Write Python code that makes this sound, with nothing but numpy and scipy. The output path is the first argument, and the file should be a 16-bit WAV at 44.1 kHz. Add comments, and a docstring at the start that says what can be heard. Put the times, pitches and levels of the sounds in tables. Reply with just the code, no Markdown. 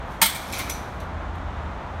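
"""On a lawn, a tipped-up wire shopping trolley drops back on its wheels with a crash, then rocks and rattles to
rest. Blows and rattles are chatters of metal contacts ringing many wire modes; blows add frame modes, rattles
loose-part modes. Single wires ping on as decaying sines, and filtered clicks make a faint cloth rustle. Under
it lie a steady outdoor wash of coloured noise and a low, wavering sine hum like a distant engine."""
import sys
import numpy as np
from scipy import signal
from scipy.fft import rfft, irfft
from scipy.io import wavfile

SR = 44100
rng = np.random.default_rng(int(sys.argv[2]) if len(sys.argv) > 2 else 0)


def put_to_file(sound):
    """Save the sound as 16-bit audio at rate SR, in the file named by the first command-line argument."""
    columns = np.atleast_2d(sound).T  # one column per channel
    safe = np.clip(columns, -1, 1)
    whole_steps = np.round(safe * 32767)
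    wavfile.write(sys.argv[1], SR, whole_steps.astype(np.int16))


N = 88200  # 2 s

# Relative colour of the outdoor wash. Each row: frequency in Hz, density in dB per Hz.
WASH_COLOUR = [(20, -39), (30, -13.5), (42, -3), (62, -2.5), (90, -7), (120, -14), (175, -14.5),
               (290, -19.5), (450, -23), (640, -17.5), (900, -17.5), (1400, -22), (2000, -29),
               (2800, -36.5), (3600, -38.5), (4800, -49), (6500, -50.5), (8500, -59), (10500, -65),
               (16000, -74)]
# Swell of the bass within the wash. Each row: time in seconds, gain in dB.
RUMBLE_SWELL = [(0, -0.5), (.3, -9), (.6, -3), (1.1, -2.5), (1.6, -0.5), (2, -5)]
# Course of the hum. Each row: time in seconds, level in dB.
HUM_LEVEL = [(0, -64), (.5, -43), (.88, -42.5), (1.04, -39), (1.35, -35.5), (1.7, -34), (1.78, -50),
             (2, -31.5)]
# Course of the faint cloth rustle. Each row: time in seconds, level in dB.
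RUSTLE_LEVEL = [(0, -69.5), (.08, -62), (.12, -52.5), (.19, -60), (.35, -41), (.48, -45.5), (.6, -37.5),
                (.7, -49.5), (.86, -69), (.94, -60), (1.03, -66), (1.1, -85), (2, -71.5)]
# Blows of the landing. Each row: start in seconds, level in dB, chatter length in seconds,
# treble tilt in dB per octave, frame ring in dB relative to the blow level.
LANDING_BLOWS = [(0.2157, -13, .003, -2, -12), (0.2208, -12, .011, -1.5, -2.5), (0.239, -43, .006, -3, -27),
                 (0.256, -19.5, .010, -2, -39), (0.297, -29.5, .004, -2.5, -18),
                 (0.346, -32, .020, -1.5, -10)]
# Relative colour of the basket when it lands. Each row: frequency in Hz, gain in dB.
BASKET_COLOUR = [(150, -24), (480, -10.5), (680, -4), (1200, -1), (2200, 2.5), (2700, -5), (3250, 6.5),
                 (4300, 1), (5200, -1), (7000, -3), (8700, 7), (10300, -3.5), (11200, 2), (12000, -1.5),
                 (14800, 5.5), (16500, -8)]
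# Tube frame modes. Each row: frequency in Hz, relative level in dB, t60 in seconds.
FRAME_MODES = [(192, -14.5, 0.23), (628.5, -15.5, .12), (797, -12.5, 0.1), (905, 0, 0.11), (1412, -17, .16),
               (1993, -8, 0.148), (2214, -15.5, 0.32), (3120, -8.5, 0.25), (3297, -22.5, 0.31),
               (3540, -22, 0.29), (4000, -9, 0.13)]
# Decay of the wire mesh. Each row: frequency in Hz, t60 in seconds.
MESH_DECAY = [(500, 0.17), (2500, 0.2), (8000, 0.19), (15000, .16)]
# Decay of the lingering shimmer. Each row: frequency in Hz, t60 in seconds.
LINGER_DECAY = [(1000, .7), (4000, 0.92), (9000, .6), (15000, 0.49)]
# Single long-ringing wires. Each row: start in seconds, frequency in Hz, level in dB, t60 in seconds.
WIRE_PINGS = [(.222, 7860, -43.5, 0.49), (.222, 8450, -44, .45), (.222, 8790, -36, .35),
              (.222, 11470, -38, .55), (.222, 11850, -43, .6), (.345, 2346, -37, 0.4),
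              (.36, 2180, -41.5, 0.85), (.531, 6230, -45.5, 0.5), (.704, 5997, -34, 0.31),
              (.702, 5815, -40, .28)]
# Later rattles of the loose parts. Each row: start in seconds, level in dB, chatter length in seconds,
# treble tilt in dB per octave.
LOOSE_RATTLES = [(0.5247, -34.5, .004, 1), (0.532, -31, .014, 1), (0.549, -33, .03, -2),
                 (.584, -30.5, .008, 12), (0.5932, -29, 0.013, -2), (0.665, -34, .014, -9),
                 (.695, -28.5, .005, 3), (0.9996, -48, .006, 1), (1.3545, -55.5, .003, -2)]
# Relative colour of the loose parts. Each row: frequency in Hz, gain in dB.
LOOSE_COLOUR = [(300, -21.5), (1000, 4.5), (1800, -4), (2300, 10), (2650, -0.5), (4000, 4), (4900, -2),
                (6100, 1), (7000, -4.5), (9400, -3.5), (10200, -7.5), (11500, -2), (13500, -10.5),
                (16000, -15)]
# Close-set modes of the loose parts. Each row: frequency in Hz, relative level in dB, t60 in seconds.
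LOOSE_MODES = [(2190, -23, 0.38), (2275, -19, 0.36), (2360, -19, 0.77), (2540, -13, .2)]

WASH_DB, BASS_EDGE_HZ = -32, 115
HUM_HZ, HUM_WAVER_RMS_FRACTION = 81.2, 0.032
TICKS_PER_S, TICK_T60_S = 3000, 0.017
WIRE_COUNT = 3000  # expected number of modes up to SR / 2
CONTACTS_PER_S = 1000
SNAP_T60_S = 0.031
PING_FLUTTER_RMS_DB = 2.5
BAND_EDGE_HZ = 15850


def amp(db):
    """Decibels to gain."""
    return 10 ** (np.asarray(db) / 20)


def unit(x):
    """Scales to rms 1."""
    return x / np.sqrt(np.mean(x ** 2) + 1e-20)


def read(points, hz):
    """Reads a table on a log-frequency axis."""
    f, value = np.transpose(points)
    return np.interp(np.log(hz + 1), np.log(f + 1), value)


def curve(points):
    """Reads a time table at every sample."""
    return np.interp(np.arange(N) / SR, *np.transpose(points))


def add(mix, start_s, sound):
    """Mixes a sound in at a time, cut at the end of the mix."""
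    part = mix[max(round(start_s * SR), 0):][:len(sound)]
    part += sound[:len(part)]


def drift(rate_hz):
    """Slow random motion of rms 1: low-passed noise."""
    hz = np.fft.rfftfreq(N, 1 / SR)
    return unit(irfft(rfft(rng.standard_normal(N)) / (1 + (hz / rate_hz) ** 2) ** 2, N))


def fade(t60_s, t):
    """Exponential decay, 60 dB down at t60."""
    return np.exp(-np.log(1000) * t / np.maximum(t60_s, 1e-3))


def outdoors():
    """Steady distant wash: coloured noise whose bass swells slowly and whose upper part wavers slightly."""
    hz = np.fft.rfftfreq(N, 1 / SR)
    wash = unit(irfft(rfft(rng.standard_normal(N)) * amp(read(WASH_COLOUR, hz)), N))
    bass = irfft(rfft(wash) / (1 + (hz / BASS_EDGE_HZ) ** 8), N)
    upper = (wash - bass) * amp(.5 * drift(rate_hz=5.6))
    return amp(WASH_DB) * (upper + bass * amp(curve(RUMBLE_SWELL)))


def hum():
    """One low sine that wavers in pitch and strength."""
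    pitch_hz = HUM_HZ * (1 + HUM_WAVER_RMS_FRACTION * drift(rate_hz=8.6))
    turns = np.cumsum(pitch_hz) / SR
    level_db = curve(HUM_LEVEL) + 0.62 * drift(rate_hz=12)
    return amp(level_db) * unit(np.sin(2 * np.pi * turns))


def rustle():
    """A faint cloth rustle as the trolley moves: tiny clicks of uneven size, each ringing one of 12 short noise
    bursts."""
    t = np.arange(1024) / SR
    size, chance = rng.standard_normal(N), rng.random(N)
    which = rng.integers(0, 12, N)
    clicks = size * (chance < TICKS_PER_S / SR)
    ticks = np.zeros(N)
    for k in np.unique(which):
        burst = rng.standard_normal(len(t)) * fade(TICK_T60_S, t)
        ticks += signal.fftconvolve(clicks * (which == k), burst)[:N]
    gain = amp(read(LOOSE_COLOUR, np.fft.rfftfreq(N, 1 / SR)))
    return amp(curve(RUSTLE_LEVEL)) * unit(irfft(rfft(ticks) * gain, N))


def chatter(length_s):
    """A first contact and a burst of random further ones, of total energy 1."""
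    size, chance = rng.standard_normal(4096), rng.random(4096)
    within = np.arange(len(size)) < length_s * SR
    clicks = size * (chance < CONTACTS_PER_S / SR) * within
    clicks[0] = 1
    return clicks / np.linalg.norm(clicks)


def ringing(wires, decay):
    """Many wire modes of random strength, each band dying at its own speed."""
    t, hz = np.arange(SR) / SR, np.arange(SR // 2 + 1)
    a, b = rng.standard_normal((2, len(hz)))
    modes = wires * (a + 1j * b)
    ring = np.zeros(SR)
    for centre_hz, t60_s in decay:
        # neighbouring bands crossfade
        band = read([(f, float(f == centre_hz)) for f, _ in decay], hz)
        ring += irfft(modes * band) * fade(t60_s, t)
    return ring / irfft(modes).std()


def mesh(wires, length_s, colour, tilt_db_per_octave, linger_db, snap_db):
    """Chatter on the wires: a dry snap, a dense ring, and a weak lingering shimmer."""
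    t, hz = np.arange(SR) / SR, np.arange(SR // 2 + 1)
    ring = ringing(wires, MESH_DECAY)
    snap = amp(snap_db) * rng.standard_normal(SR) * fade(SNAP_T60_S, t)
    struck = signal.fftconvolve(ring + snap, chatter(length_s))[:SR]
    struck += amp(linger_db) * ringing(wires, LINGER_DECAY) * np.minimum(t / length_s, 1)
    octaves = np.log2(np.maximum(hz, 1500) / 4000)  # tilt is flat below 1500 Hz
    gain = unit(amp(read(colour, hz) + tilt_db_per_octave * octaves))
    end_fade = np.clip((.9 - t) * 10, 0, 1)
    return irfft(rfft(struck) * gain) * end_fade / np.sqrt(2)


def modal(modes):
    """A part rings with a few strong modes: decaying sines of random phase with a 2.9 ms onset."""
    t = np.arange(SR) / SR
    ring = np.zeros(SR)
    for hz, db, t60_s in modes:
        ring += amp(db) * fade(t60_s, t) * np.sin(2 * np.pi * (hz * t + rng.random()))
    return ring * np.minimum(t / 0.0029, 1)


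def landing(wires):
    """Each blow of the landing rings the basket's wire mesh and the tube frame."""
    out = np.zeros(N)
    for start_s, db, length_s, tilt, frame_db in LANDING_BLOWS:
        basket = mesh(wires, length_s, BASKET_COLOUR, tilt, linger_db=-16.5, snap_db=6.5)
        frame = amp(frame_db) * modal(FRAME_MODES)
        add(out, start_s, amp(db) * (basket + frame))
    return out


def pings():
    """Single wires ring on as decaying sines of fluttering level, with an 8 ms onset."""
    out, t = np.zeros(N), np.arange(SR) / SR
    for start_s, hz, db, t60_s in WIRE_PINGS:
        level = amp(db + PING_FLUTTER_RMS_DB * drift(rate_hz=71)[:SR])
        envelope = np.minimum(t / .008, 1) * fade(t60_s, t)
        add(out, start_s, level * envelope * np.sin(2 * np.pi * hz * t))
    return out


def rattles(wires):
    """Loose parts chatter on the wires and ring at a cluster of close modes."""
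    out = np.zeros(N)
    for start_s, db, length_s, tilt in LOOSE_RATTLES:
        parts = mesh(wires, length_s, LOOSE_COLOUR, tilt, linger_db=-9, snap_db=9)
        add(out, start_s, amp(db) * (parts + modal(LOOSE_MODES)))
    return out


def scene():
    """Everything reaches one microphone, alike in both channels."""
    # blows and rattles share one set of wire frequencies
    wires = rng.random(SR // 2 + 1) < WIRE_COUNT / (SR / 2)
    trolley = landing(wires) + rattles(wires) + pings() + rustle()
    return np.tile(trolley + outdoors() + hum(), (2, 1))


def record(dry):
    """The loudest peaks are rounded off; then the recorder's band limit, a linear-phase low-pass."""
    soft = dry / (1 + (dry / .85) ** 6) ** (1 / 6)
    lowpass = signal.firwin(511, BAND_EDGE_HZ, window=("kaiser", 9), fs=SR)
    return signal.oaconvolve(soft, lowpass[None], "same")


dry = scene()
out = record(dry)
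put_to_file(out)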